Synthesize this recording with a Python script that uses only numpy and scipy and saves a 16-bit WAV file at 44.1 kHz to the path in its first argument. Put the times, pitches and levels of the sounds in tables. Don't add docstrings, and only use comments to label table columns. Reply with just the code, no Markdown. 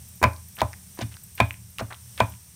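import sys
import numpy as np
from scipy import signal
from scipy.fft import rfft, irfft, next_fast_len
from scipy.io import wavfile
from scipy.ndimage import map_coordinates

SR = 44100
rng = np.random.default_rng(int(sys.argv[2]) if len(sys.argv) > 2 else 0)


def unload_wav(signal):
    wavfile.write(
        sys.argv[1],
        SR,
        np.round(np.clip(np.atleast_2d(signal).T, -1, 1) * 32767).astype(np.int16),
    )


def attenuation_scalar(level_db):
    decades = np.asarray(level_db, float) / 20
    return 10 ** decades


N = 112454

# f/Hz, level/(dB per Hz)
HUM = [(15, -73.5), (25, -24), (69, -6), (118, -11.5), (184, -7), (237, -21.5), (254, -33), (314, -39.5),
       (400, -29), (520, -59.5), (880, -120)]
# f/Hz, width/Hz, level/dB
SLAB = [(82.5, 9.2, 2.7), (116.2, 11, 0), (185, 19.3, -9.5)]
# t/s, level/dB
SHAKE = [(0.0, -46), (0.16, -57), (0.41, -48), (0.55, -50.5), (0.74, -52), (0.85, -53.5), (1.36, -54),
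         (1.6, -45.5), (1.74, -46.5), (1.88, -53), (2.09, -47.5), (2.26, -43), (2.44, -53.5), (2.55, -66)]
# f/Hz, level/(dB per Hz)
HISS = [(150, -64), (250, -10.5), (1470, -13), (1580, -11.5), (2910, -10.5), (3180, -10.5), (9090, -11.5),
        (15100, -5), (16500, -27.5)]
# f/Hz, width/Hz, level/dB
PORT = [(5780, 690, 8.5), (9240, 2030, 14), (10420, 750, -9.5)]
# t/s, level/dB, f/Hz
TINKLES = [(0.085, -43, 14400), (0.087, -48, 12800), (0.087, -49, 8000), (0.1555, -44, 13700),
           (0.1555, -46, 14400), (0.319, -49, 12850), (0.335, -49, 12850), (.4843, -42, 12800),
           (0.484, -43, 14400), (0.553, -42, 12800), (.553, -45, 14400), (.560, -42, 13300),
           (.566, -45, 12800), (.556, -46, 8550), (0.949, -43, 13700), (1.2355, -41, 8000),
           (1.236, -44, 8550), (1.235, -38, 14450), (1.24, -48, 12800), (1.262, -48, 12800),
           (1.3513, -38, 13700), (1.3513, -42, 14450), (1.352, -42, 8550), (1.356, -46, 12800),
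           (1.362, -45, 13700), (1.450, -46, 13700), (1.45, -49, 14400), (1.453, -47, 8550),
           (1.484, -46, 14450), (1.488, -46, 13700), (1.488, -47, 8550), (1.527, -42, 12800),
           (1.527, -43, 14500), (1.528, -46, 8550), (1.702, -46, 12750), (1.82, -47, 13700),
           (2.1705, -46, 13800), (2.2957, -42, 12800), (2.297, -46, 14400), (2.30, -48, 13700)]
# f/Hz, t60/s
ROOM = [(200, 0.58), (500, 0.19), (1100, 0.3), (2900, 0.24), (7000, 0.24)]
# t/s, knock level/dB, contact f/Hz, hardness/(dB per octave), crack level/dB
BLOWS = [
    (0.2157, -24, 376, -5, -62.5),
    (0.2278, -7, 848, 3, -22),
    (0.2387, -0.5, 1043, -1, -10.5),
    (0.6169, -6.5, 796, -17.5, -16.5),
    (0.9901, -25, 338, -34, -25.5),
    (1.0124, -26, 640, -10, -51),
    (1.4016, -4, 694, 1, -12.5),
    (1.811, -20, 642, -10.5, -50),
    (2.2040, -4.5, 778, -3, -12.5),
]
# f/Hz, level/dB, f/Hz, level/dB, level above 1.9 kHz/dB
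SPOTS = [
    (555, 2.5, 2335, 1.5, 0),
    (660, -8.5, 2335, -7, 2.5),
    (1017, 3.5, 820, 6, 2.5),
    (632, -2, 1017, 1, 8),
    (549, 9.5, 1017, -4, -5),
    (660, 5, 2460, 20, 0.5),
    (1017, 1, 2460, 7, 1.9),
    (660, 2.5, 1017, -8, -.1),
    (666, 5.5, 1017, 1, 2.5),
]
# f/Hz, level/dB, t60/s
STONE = [(375.6, -15, 0.076), (556.8, -9, 0.17), (606.4, -9, 0.21), (665, -3, 0.1), (767, -21, 0.042),
         (830, -31.5, 0.18), (837.6, -17.5, 0.27), (894, -15.5, 0.24), (1016, 1.5, 0.12),
         (1159, -5, 0.033), (1347, -20.5, 0.14), (1474, -4, 0.046), (1645, -4.5, 0.033), (1761, -10, 0.03),
         (1985, -12, .05), (2170, -13, .045), (2338, -4, 0.075), (2462, -9, 0.16), (2570, -18, .1),
          (5370, -30, 0.05)]
# f/Hz, level/(dB per Hz)
GRIT = [(200, -18), (400, -6), (700, 0), (1200, -2), (1800, -7), (2400, -5), (2900, -20), (9000, -50)]
# f/Hz, level/(dB per Hz)
CRACK = [(800, 8.5), (2500, -3.5), (4200, -1.5), (7000, -7), (12000, -12), (16000, -35.5)]
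# t/s, level/dB, level of the deepest modes/dB
BOOMS = [
    (.224, -27, 7.5),
    (.247, -18, -7.5),
    (0.622, -25, 0.5),
    (1.0207, -27.5, -7.5),
    (1.038, -35, -13),
    (1.411, -18, -4),
    (1.819, -28.5, -5),
    (2.213, -21, -4.5),
]
# f/Hz, level/dB, t60/s, rise/s
FLOOR = [(61.6, -38, 0.16, .02), (83.06, 11, 0.23, 0.034), (111.3, 3.5, 0.32, 0.0046),
         (119, -2, 0.042, 0.005), (201.8, 7, 0.037, 0.0046), (227, -3, 0.086, 0.00098),
         (279, -12.5, 0.28, 0.011)]
# t/s, length/s, level/dB, grain f/Hz
SQUELCHES = [(0.575, 0.036, -30.5, 1300), (0.592, 0.027, -22.5, 3300), (0.972, 0.017, -40.5, 1536),
             (0.983, 0.03, -32.5, 2800), (0.992, 0.025, -44, 900), (1.007, 0.026, -20.5, 3240),
             (1.025, 0.017, -35, 2520), (1.113, 0.022, -37.5, 3200), (1.141, 0.02, -46.5, 1660),
             (1.377, 0.0084, -31, 3020), (1.383, 0.023, -28, 2223), (1.468, 0.056, -53, 2420),
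             (1.791, 0.02, -25.5, 1250), (1.789, 0.021, -19.5, 4270), (1.903, 0.013, -33, 1500),
             (1.914, .026, -36.5, 1300), (1.933, .03, -50, 1400), (2.175, 0.014, -30, 3000),
             (2.185, 0.012, -34.5, 2540), (2.196, 0.01, -24.5, 2600), (2.318, 0.031, -48, 3230),
             (0.308, 0.032, -59, 3890), (0.713, 0.027, -50, 2180), (0.227, 0.0095, -18.5, 6870)]
# t/s, level/dB
SNAPS = [
    (0.2295, -17),
    (1.3762, -33),
    (1.4098, -29),
    (1.7843, -27),
    (2.187, -36),
    (2.199, -35),
    (0.5885, -37),
    (1.7905, -37),
]
# t/s, level/dB, f/Hz
SMACKS = [(0.334, -33, 5000), (0.3635, -34, 4570), (0.569, -33.5, 2660), (0.5883, -26, 3300),
          (0.5933, -44.5, 1300), (0.6067, -16, 3670), (0.6071, -24, 2360), (0.7323, -32.5, 2000),
          (.738, -33.5, 1830), (1.1417, -33.5, 2980), (1.168, -32.5, 4500), (0.7314, -27.5, 5500),
          (1.017, -20, 6050), (1.0235, -37, 3740), (0.987, -37.5, 2390), (1.169, -39.5, 1550),
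          (1.3802, -27.5, 2430), (1.381, -45, 1180), (1.388, -34, 3100), (1.4089, -23.5, 4070),
          (1.4045, -8, 3356), (2.203, -11, 3420), (1.498, -50.5, 3200), (1.508, -18, 2430),
          (1.542, -32, 2350), (1.55, -43, 6800), (1.907, -33.5, 1730), (1.9147, -33, 1470),
          (1.9226, -36, 1050), (1.926, -28, 2000), (1.931, -28.5, 3770), (1.933, -38, 1340),
          (1.9389, -39, 1100), (1.9449, -32.5, 3200), (1.9452, -47, 6400), (1.949, -37, 3300),
          (1.7851, -19, 2730), (1.793, -31, 1460), (1.7919, -33.5, 1170), (1.7963, -24.5, 4080),
          (2.178, -24.5, 3500), (2.1915, -29.5, 2300), (2.323, -40.5, 3170), (2.339, -42, 2340),
          (2.351, -46.5, 2950)]


def unit(x):
    return x / np.sqrt(np.mean(x ** 2) + 1e-20)


def along(points, hz):
    f, v = np.transpose(points)
    return np.interp(np.log(hz + 1), np.log(f + 1), v)


def noise(gain_db, size=N):
    m = next_fast_len(size)
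    spectrum = rfft(rng.standard_normal(m)) * attenuation_scalar(gain_db(np.fft.rfftfreq(m, 1 / SR)))
    return unit(irfft(spectrum, m)[:size])


def sway(rate_hz):
    return map_coordinates(rng.standard_normal(40), [np.arange(N) * rate_hz / SR])


def add(track, s, sound):
    part = track[round(s * SR):][:len(sound)]
    part += sound[:len(part)]


def ring(hz, t60, rise, seconds, drift=0):
    t = np.arange(round(seconds * SR)) / SR
    return np.sin(2 * np.pi * hz * t + drift) * attenuation_scalar(-60 * t / t60) * (1 - np.exp(-t / rise))


def house_hum():
    return attenuation_scalar(-54.5 + 2.5 * sway(6)) * noise(lambda hz: along(HUM, hz))


def slab_shake():
    def resonances_db(hz):
        power = sum(attenuation_scalar(2 * db) / (1 + (2 * (hz - c) / width) ** 4) for c, width, db in SLAB)
        return 10 * np.log10(power)

    s, shake_db = np.transpose(SHAKE)
    level_db = 0.5 + np.interp(np.arange(N) / SR, s, shake_db)
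    return attenuation_scalar(level_db) * noise(resonances_db)


def microphone_hiss():
    def colour_db(hz):
        port_db = sum(db * np.exp(-((hz - c) / width) ** 2) for c, width, db in PORT)
        return along(HISS, hz) + port_db

    return attenuation_scalar(-50.5 + 0.8 * sway(5)) * noise(colour_db)


def bangles():
    out = np.zeros(N)
    for s, db, hz in TINKLES:
        level = attenuation_scalar(db - 0.5)
        tick = attenuation_scalar(-3) * np.diff(rng.standard_normal(45), 2) / 3 * np.hanning(43)
        drift = 0.025 * np.cumsum(rng.standard_normal(SR // 10))
        add(out, s, level * ring(hz, 0.06, 0.00023, 0.1, drift))
        add(out, s, level * tick)
    return out


def room(x):
    hz, t, z = signal.stft(rng.standard_normal(SR // 3), SR, nperseg=256)
    decay = attenuation_scalar(-60 * t / along(ROOM, hz)[:, None])
    tail = signal.istft(z * decay * (hz > 200)[:, None], SR, nperseg=256)[1]
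    return signal.fftconvolve(np.pad(x, (200, 0)), tail / np.linalg.norm(tail))


def stone_modes(tilt_db, spot, t, span):
    favoured, high_db = (spot[:2], spot[2:4]), spot[4]
    modes = STONE
    luck_db = 1.5 * rng.standard_normal(len(modes))
    steps = rng.standard_normal((len(modes), len(t)))
    drift = 0.55 * np.cumsum(steps, axis=1) / np.sqrt(SR / 100)
    stone = np.zeros(len(t))
    for k, (hz, db, t60) in enumerate(modes):
        near_db = sum(g * np.exp(-(np.log2(hz / c) / 0.07) ** 2) for c, g in favoured)
        near_db += high_db * (hz > 1900)
        level = attenuation_scalar(db + luck_db[k] + tilt_db(hz) + near_db)
        stone += (-1) ** k * level * ring(hz, t60, 0.0001, span, drift[k])
    return stone * (1 + attenuation_scalar(7 - 60 * t / 0.034)) / 2


def stone_knocks():
    out, span = np.zeros(N), 0.3
    t = np.arange(round(span * SR)) / SR
    for (s, db, push_hz, hard_db, crack_db), spot in zip(BLOWS, SPOTS):
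        def tilt_db(hz):
            return hard_db * np.log2(np.maximum(hz / 1100, 1))

        stone = stone_modes(tilt_db, spot, t, span)
        grit = noise(lambda hz: along(GRIT, hz) + tilt_db(hz), size=len(t))
        grit *= attenuation_scalar(-4 - 60 * t / 0.12) * (1 - np.exp(-t / 0.00067))
        crack = attenuation_scalar(crack_db - 60 * t / 0.009) * noise(lambda hz: along(CRACK, hz), size=len(t))
        push = attenuation_scalar(15) * ring(push_hz, 8.8 / push_hz, 0.00029, span)
        knock = attenuation_scalar(db - 12) * (stone + grit - push) + crack
        add(out, s, knock)
        add(out, s, attenuation_scalar(-17) * room(knock))
    return out


def floor_booms():
    out, span = np.zeros(N), 0.6
    for s, boom_db, deep_db in BOOMS:
        boom = np.zeros(round(span * SR))
        for hz, db, t60, rise in FLOOR:
            main = ring(hz, t60, rise, span)
            linger = attenuation_scalar(-26) * ring(hz, 4 * t60, rise, span)
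            boom += attenuation_scalar(db + deep_db * (hz < 95)) * (main + linger)
        t = np.arange(len(boom)) / SR
        drop_db = -7.5 * (1 + np.tanh((t - 0.037) / 0.0025)) / 2
        fade = np.hanning(2 * len(boom))[len(boom):]
        add(out, s, attenuation_scalar(boom_db + drop_db) * boom * fade)
    return out


def squelches():
    out, grains = np.zeros(N), 160
    for s, length, db, hz in SQUELCHES:
        when = rng.random(grains)
        pitch = np.clip(hz * np.exp(0.4 * rng.standard_normal(grains)), 750, 14000)
        size_db = 3 * rng.standard_normal(grains)
        swell = np.sin(np.pi * when ** 0.82) ** 0.5
        for u, f, g, w in zip(when, pitch, size_db, swell):
            add(out, s + length * u, attenuation_scalar(db - 12 + g) * w * ring(f, 8 / f, 0.000067, 0.012))
    return out


def snap(db):
    return attenuation_scalar(db - 60 * np.arange(441) / SR / 0.005) * rng.standard_normal(441)


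def husk_snaps():
    out = np.zeros(N)
    for s, db in SNAPS:
        add(out, s, snap(db))
    return out


def smacks():
    out = np.zeros(N)
    for s, db, hz in SMACKS:
        add(out, s, attenuation_scalar(db + 10) * (ring(hz, 8 / hz, 0.00029, 0.01) + snap(-26)))
    return out


def paste():
    wet = squelches() + husk_snaps() + smacks()
    return wet + attenuation_scalar(-14) * room(wet)[:N]


def scene():
    background = house_hum() + slab_shake() + microphone_hiss()
    return (background + bangles() + stone_knocks() + floor_booms() + paste())[None]


def band_limit(x):
    return signal.sosfilt(signal.butter(12, 16660, fs=SR, output="sos"), x)


def record(dry):
    low_cut = signal.butter(2, 51, 'high', fs=SR, output='sos')
    heard = signal.sosfilt(low_cut, dry)
    ceiling, hardness = 0.54, 6
    flattened = heard / (1 + np.abs(heard / ceiling) ** hardness) ** (1 / hardness)
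    top_cut = np.clip((15900 - np.fft.rfftfreq(N, 1 / SR)) / 100, 0.02, 1)
    mix = irfft(rfft(flattened) * top_cut, N)
    return band_limit(mix)


dry = scene()
out = record(dry)
unload_wav(out)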